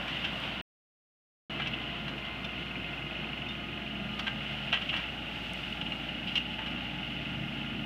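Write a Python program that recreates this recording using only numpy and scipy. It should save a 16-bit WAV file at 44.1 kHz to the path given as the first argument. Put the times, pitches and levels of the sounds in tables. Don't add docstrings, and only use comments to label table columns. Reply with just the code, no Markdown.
import sys
import numpy as np
from scipy import signal
from scipy.fft import rfft, irfft
from scipy.io import wavfile
from scipy.ndimage import uniform_filter1d

SR = 44100
rng = np.random.default_rng(int(sys.argv[2]) if len(sys.argv) > 2 else 0)


def unload_audio(sound):
    columns = np.transpose(np.atleast_2d(sound))
    steps = np.round(np.clip(columns, -1, 1) * 32767)
    wavfile.write(sys.argv[1], SR, steps.astype(np.int16))


N = 346185


def undb(db):
    return 10 ** (np.asarray(db) / 20)


def curves(table):
    s, *columns = np.transpose(table)
    return [np.interp(np.arange(N) / SR, s, c) for c in columns]


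def white(n=N):
    return rng.standard_normal(n)


def colour(x, points):
    hz, db = np.transpose(points)
    f = np.maximum(np.arange(len(x) // 2 + 1) * SR / len(x), 1)
    gain = undb(np.interp(np.log(f), np.log(hz), db, left=-120, right=-120))
    return irfft(rfft(x) * gain / np.sqrt(np.mean(gain ** 2)), len(x))


def band(x, lo_hz, hi_hz):
    return signal.sosfilt(signal.butter(4, [lo_hz, hi_hz], "bandpass", fs=SR, output="sos"), x)


def walk(rate):
    k = int(SR / rate)
    steps = np.repeat(rng.standard_normal(400), k)[:N]
    return 1.3 * uniform_filter1d(uniform_filter1d(steps, k), k)


def sine(cycles, db):
    return np.sqrt(2) * undb(db) * np.sin(2 * np.pi * cycles)


def tone(cycles, db, waver_db, rate):
    level_db = db + waver_db * walk(rate)
    return sine(cycles + 0.11 * walk(rate), level_db)


# t/s, level/dB
HISS_SWELL_LEVEL = [(0, -54.5), (.6, -55.5), (2, -65), (3.9, -67), (4.3, -59), (5.6, -55.5), (6.7, -61),
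                    (7.85, -63)]
# f/Hz, relative level/dB per Hz
HISS_SWELL_COLOUR = [(2900, -20.5), (3400, 5.5), (4100, -6), (5000, -11), (6500, -20), (8500, -23),
                     (11500, -29.5), (15500, -25.5)]


def hiss_swell():
    return undb(curves(HISS_SWELL_LEVEL)[0] + 1.5 * walk(16)) * colour(white(), HISS_SWELL_COLOUR)


# t/s, level before the band-pass/dB
TICK_EVENTS = [(0.4025, -46), (5.535, -35)]


def ticks():
    out, t = np.zeros(N), np.arange(200) / SR
    for s, level_db in TICK_EVENTS:
        i = int(s * SR)
        out[i:i + len(t)] = undb(level_db) * white(len(t)) * np.exp(-t / .0005)
    return band(out, 4000, 12000)


# low part level/dB, high part level/dB,
# own note f/Hz, own note level/dB; rise/s, t60/s
CLANK_EVENTS = [(.079, -31.5, -10, -23, 3810, -13, .005, .09),
                (0.2426, -26.5, -16.5, -29.5, 1540, -16, 0.0068, 0.2),
                (0.436, -32, -30, -31, 2510, -8, 0.0053, .15),
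                (1.599, -27.5, -5.5, -29, 1413, -9.5, .003, 0.065),
                (1.619, -29, -13, -32, 2950, -10, 0.0041, 0.14),
                (1.661, -29.5, -18, -34, 2320, -8, .0045, .1), (1.672, -31, -24, -19, 2640, 3, .003, 0.054),
                (1.733, -29.5, -28, -36, 2650, -4, .006, .08),
                (2.079, -33.5, -11, -23, 4040, -15, 0.0053, .13),
                (2.181, -39, -13, -24, 5460, -26, 0.0064, 0.15),
                (2.251, -33, -16, -31, 4580, -26, .004, 0.14),
                (2.445, -31.5, -23, -22, 3540, -2.5, 0.0048, 0.045),
                (3.381, -41, -22, -24, 3620, -20, .0045, .1),
                (3.488, -41, -28, -16, 3600, 5.5, 0.0031, 0.075),
                (4.193, -24, -11.5, -22, 4580, -20, 0.01, 0.073),
                (4.267, -26.5, -10, -30, 1590, -5, 0.01, .13),
                (4.727, -17, -13.5, -31, 1309, -16, 0.0048, 0.15),
                (4.817, -30.5, -15, -27, 3460, -22, 0.0045, 0.11),
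                (4.891, -23, -30, -32, 2880, -7, .003, 0.084),
                (4.929, -28.5, -11, -32, 1210, -27, .006, 0.41),
                (4.964, -27.5, -15, -25, 3520, -22, .006, 0.12),
                (5.813, -26.5, -17, -31, 3430, -18, .005, .065),
                (5.8644, -33, -20, -33, 2930, 3, 0.0039, 0.056),
                (5.921, -28, -14.5, -34, 3700, -24, 0.0039, 0.076),
                (6.274, -34.5, -30, -29, 4780, -25, 0.0054, 0.46),
                (6.355, -19, -22.5, -26.5, 2860, -5, .004, 0.15),
                (6.586, -39, -4.5, -36, 880, -1, .015, 0.25),
                (6.661, -33.5, -13, -26, 2060, -13, .005, 0.21),
                (6.778, -39, -6.5, -34, 3700, -10, 0.0041, 0.12)]
# f/Hz, relative level/dB, t60/s in a clank whose own t60 is 0.16 s
STEEL_MODES = [(794, -14.5, 0.37), (1292, -3, 0.17), (1615, 1, 0.17), (1926, -5.5, 0.27), (2343, -1, .18),
               (2650, 5.5, 0.083), (2780, 7.5, 0.25), (3100, -10.5, 0.091), (3020, -22.5, 0.14),
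               (3370, -10.5, .15), (4170, -24, 0.22), (4240, -25.5, .15), (5000, -27, 0.15)]
# f/Hz, relative level/dB per Hz
BLOW_COLOUR = [(1900, -14), (2300, -9), (2600, -3.5), (2880, 1.5), (3200, 0), (3600, -13), (4200, -23)]
TOP_BELOW_HIGH_DB = -18


def clanks():
    out, t = np.zeros(N + SR // 4), np.arange(SR // 4) / SR
    hz, db, ring = np.transpose(STEEL_MODES)[:, :, None]
    for s, peak_db, low_db, high_db, own_hz, own_db, rise, t60 in CLANK_EVENTS:
        noise = white(len(t))
        mix = rng.standard_normal((3, len(STEEL_MODES), 1))
        swell = np.sin(np.pi / 2 * np.minimum(t / rise, 1)) ** 2
        jumps = np.interp(t, np.arange(200) * 0.003, rng.standard_normal(200))
        chatter = undb(4.0 * jumps * np.minimum(t / 0.012, 1))
        fall = 1000 ** (-np.maximum(t - rise, 0) / t60) * chatter
        middle = 0.57 * colour(noise, BLOW_COLOUR)
        low = 3.3 * undb(low_db) * band(noise, 580, 2900)
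        high = 3.9 * undb(high_db) * band(noise, 3000, 5730)
        top = 2.14 * undb(high_db + TOP_BELOW_HIGH_DB) * band(noise, 6500, 14000)
        rattle = (middle + low) * fall + (high + top) * fall ** 1.2
        size = undb(db + 3.07 * mix[0] + np.where(hz < 2400, low_db + 15.0, 0))
        wave = np.sin(2 * np.pi * hz * (1 + 0.0121 * mix[1]) * t + np.pi * mix[2])
        modes = size * wave * 1000 ** (-t / (ring * t60 / 0.16))
        own = undb(own_db) * np.sin(2 * np.pi * own_hz * t) * 1000 ** (-t / (1.5 * t60))
        i = int((s - rise / 2) * SR)
        out[i:i + len(t)] += undb(peak_db) * swell * (rattle + 0.16 * modes.sum(axis=0) + own)
    return out[:N]


# f/Hz, relative level/dB per Hz
RUMBLE_COLOUR = [(15, -33.5), (30, -19.5), (50, -15), (76, -11.5), (97, -6), (141, 0.5), (198, -2),
                 (333, -5), (414, -15.5), (520, -45), (680, -49)]
RUMBLE_DB = -44.5


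def rumble():
    return undb(RUMBLE_DB + 1.2 * walk(20)) * colour(white(), RUMBLE_COLOUR)


# f/Hz, relative level/dB per Hz
CLATTER_COLOUR = [(1120, -34), (1900, -8.5), (2080, -4), (2310, -10), (2520, -4), (2860, 2), (2960, 0),
                  (3930, -19), (4280, -21.5), (4620, -27), (5020, -30.5), (7000, -47.5), (9100, -65),
                  (15400, -120)]
CLATTER_DB = -42.5


def clatter(turn_db):
    return undb(CLATTER_DB + turn_db + .8 * walk(12)) * colour(white(), CLATTER_COLOUR)


# f/Hz, relative level/dB per Hz
BLOCK_COLOUR = [(240, -27.5), (400, -12), (434, -4.5), (470, -6.5), (536, -2), (682, 2.5), (963, -5.5),
                (1020, -5.5), (1320, -3), (1420, 0), (1770, -6.5), (2030, -15), (2300, -6), (2990, -42),
                (5060, -120)]
BLOCK_DB = -47.5


def block(turn_db, hollow_db):
    noise = colour(white(), BLOCK_COLOUR)
    near_1k = signal.filtfilt(*signal.iirpeak(1050, 3.5, SR), noise)
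    noise = noise - (1 - undb(hollow_db)) * near_1k
    return undb(BLOCK_DB + turn_db + 0.74 * walk(12)) * noise


DRONE_HZ = (811, 870)
DRONE_DB, DRONE_SIDE_DB = -56.5, -11.5


def drone(side):
    noise = band(white(), *DRONE_HZ)
    return undb(DRONE_DB + DRONE_SIDE_DB * side) * noise / np.std(noise)


# f/multiple of firing, level/dB, waver/per s
GEAR_TONES = [(3.103, -56.5, 6), (23.45, -59, 12)]


def gears(firings):
    return sum(tone(k * firings, db, 2.2, rate) for k, db, rate in GEAR_TONES)


# t/s, lower tone level/dB, upper tone level/dB
FAN_LEVELS = [(0, -57, -60.5), (1.5, -49, -46.5), (2.2, -52.5, -52.5), (3, -50, -57), (4.1, -52.5, -44),
              (4.7, -50, -46), (5, -62, -70), (5.8, -68, -51), (6.4, -67, -52.5), (7.4, -44, -50),
              (7.85, -49.5, -43.5)]
FAN_RATIOS = (2.31, 3.54)


def fan(firings):
    return sum(tone(k * firings, db, 0.53, 5) for k, db in zip(FAN_RATIOS, curves(FAN_LEVELS)))


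# f/multiple of pump rate, relative level tail-on/dB, change side-on/dB
PUMP_TONES = [(2, -9, 0), (3, -14, 0), (4, -11, 0), (5, -10, 7), (6, 4, -11), (7, -8, 0), (8, -8, 0),
              (9, -8, 0), (10, -1, 3)]
# f/multiple of firing, level above the pump/dB, waver/per s
PUMP_GEAR_TONES = [(4.64, -10.5, 7.1), (5.75, -2, 5.4), (7.67, -4.5, 7), (11.6, -1.5, 6), (69.7, -13, 11)]
PUMP_RATIO = 3.435
PUMP_DB, PUMP_IDLE_DB = -57.5, -68.5
PUMP_WORKS_S, PUMP_FADE_S = (1.2, 4.18), 0.35


def pump(firings, side):
    t = np.arange(N) / SR
    inside = np.minimum(t - PUMP_WORKS_S[0], PUMP_WORKS_S[1] - t)
    working = np.clip(inside / PUMP_FADE_S + 1, 0, 1)
    whine = sum(tone(k * PUMP_RATIO * firings, db + side_db * side, 2.5, 11)
                for k, db, side_db in PUMP_TONES)
    mesh = sum(tone(k * firings, db, 2.2, rate) for k, db, rate in PUMP_GEAR_TONES)
    return undb(PUMP_IDLE_DB + (PUMP_DB - PUMP_IDLE_DB) * working) * (whine + mesh)


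# f/Hz, relative level/dB
KNOCK_NOTES = [(2150, -6.5), (2500, -2.5), (2690, -5.5), (2880, -2.5)]
# f/Hz, relative level/dB per Hz
REBOUND_COLOUR = [(2300, -16.5), (2650, -9.5), (2900, 8.5), (3150, -16.5), (3600, -33)]
SHAFT_RATIO, SHAFT_START = .37178, .277
KNOCK_DB, KNOCK_SIDE_DB = -44.5, -23.5
KNOCK_HEADING, KNOCK_SPREAD = 30.3, 36


def knock(firings, heading, side, hollow_db):
    turns = SHAFT_START + SHAFT_RATIO * firings
    phase = turns % 1
    since = phase / np.gradient(turns) / SR
    chance = rng.standard_normal((200, len(KNOCK_NOTES), 3))[turns.astype(int)].T
    notes = 0
    for k, (hz, db) in enumerate(KNOCK_NOTES):
        size = undb(db + 1.8 * chance[0, k] + (hz < 2600) * 1.1 * hollow_db)
        note_hz = hz * (1 + .018 * chance[1, k])
        notes = notes + size * np.sin(2 * np.pi * note_hz * since + np.pi * chance[2, k])
    blow = np.exp(-(phase / .25) ** 2) * np.minimum(phase / .08, 1)
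    rattle = .35 * np.exp(-((phase - .42) / .1) ** 2)
    sound = blow * notes + rattle * colour(white(), REBOUND_COLOUR)
    off_quarter = (np.abs(heading) - KNOCK_HEADING) / KNOCK_SPREAD
    level_db = KNOCK_DB + KNOCK_SIDE_DB * side ** 14 - off_quarter ** 2
    return undb(level_db) * sound / np.std(sound)


# f/multiple of firing, relative level/dB
EXHAUST_OVERTONES = [(2, -25), (3, -3.5), (4, -1.5), (5, -5.5)]
BEAT_DB = -51
OVERTONES_DB, PIPE_SIDE_DB = -60.5, 27


def exhaust(firings, side):
    beat = sine(firings, BEAT_DB + 0.25 * walk(2.7))
    overtones = sum(tone(k * firings, db, 1.5, 5) for k, db in EXHAUST_OVERTONES)
    pipe = np.maximum(-side, 0.16 * side ** 2)
    return beat + undb(OVERTONES_DB + PIPE_SIDE_DB * pipe) * overtones


# t/s, firing rate f/Hz
ENGINE_SPEED = [(0, 60.4), (1.5, 60.1), (2.05, 59.9), (2.45, 61), (3, 60.6), (3.4, 61.1), (4.1, 59.4),
                (4.75, 59.5), (5.25, 58.8), (6.05, 59), (6.5, 60.5), (7.05, 59.9), (7.85, 60)]
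# t/s, heading from tail-on/degrees (negative = pipe side shows),
# level change of block and clatter/dB
TRACTOR_TURN = [(0, 83, 4), (1.5, 69, 2), (2.2, 67.5, 0), (3.2, 42.5, 0), (3.9, 13, -1.5), (4.5, 13, 2),
                (5.2, 1, 0.5), (6.2, -26, 1), (7.85, -30, 0)]
HOLLOW_DB = (2, -3.5)


def scene():
    firings = np.cumsum(curves(ENGINE_SPEED)[0]) / SR
    heading, turn_db = curves(TRACTOR_TURN)
    side = np.sin(np.radians(heading))
    far_side = np.maximum(side, 0)
    hollow_db = HOLLOW_DB[1] + (HOLLOW_DB[0] - HOLLOW_DB[1]) * far_side
    details = hiss_swell() + ticks() + clanks()
    body = rumble() + clatter(turn_db) + block(turn_db, hollow_db)
    drives = drone(far_side) + gears(firings) + fan(firings) + pump(firings, far_side)
    engine = knock(firings, heading, side, hollow_db) + exhaust(firings, side)
    return (details + body + drives + engine)[None]


# f/Hz, relative level/dB per Hz
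HISS_COLOUR = [(3000, -37.5), (5000, -3), (7660, -13.5), (11200, -15.5), (14900, -16), (15800, -15)]
# f/Hz, level/dB
WHINE_TONES = [(8786, -93), (8845, -93.5), (13205, -102), (13264, -99.5)]
HISS_DB = -69.5
DROPOUT_S = (.6141, 1.4966)
TOP_HZ = 15600


def record(dry):
    t = np.arange(N) / SR
    hiss = undb(HISS_DB) * colour(white(), HISS_COLOUR)
    whine = sum(sine(hz * t, db) for hz, db in WHINE_TONES)
    on = np.clip(np.maximum((DROPOUT_S[0] - t) / .0003, (t - DROPOUT_S[1]) / .002), 0, 1)
    top_cut = signal.ellip(14, .2, 60, TOP_HZ, fs=SR, output="sos")
    return signal.sosfilt(top_cut, (dry + hiss + whine) * on)


dry = scene()
out = record(dry)
unload_audio(out)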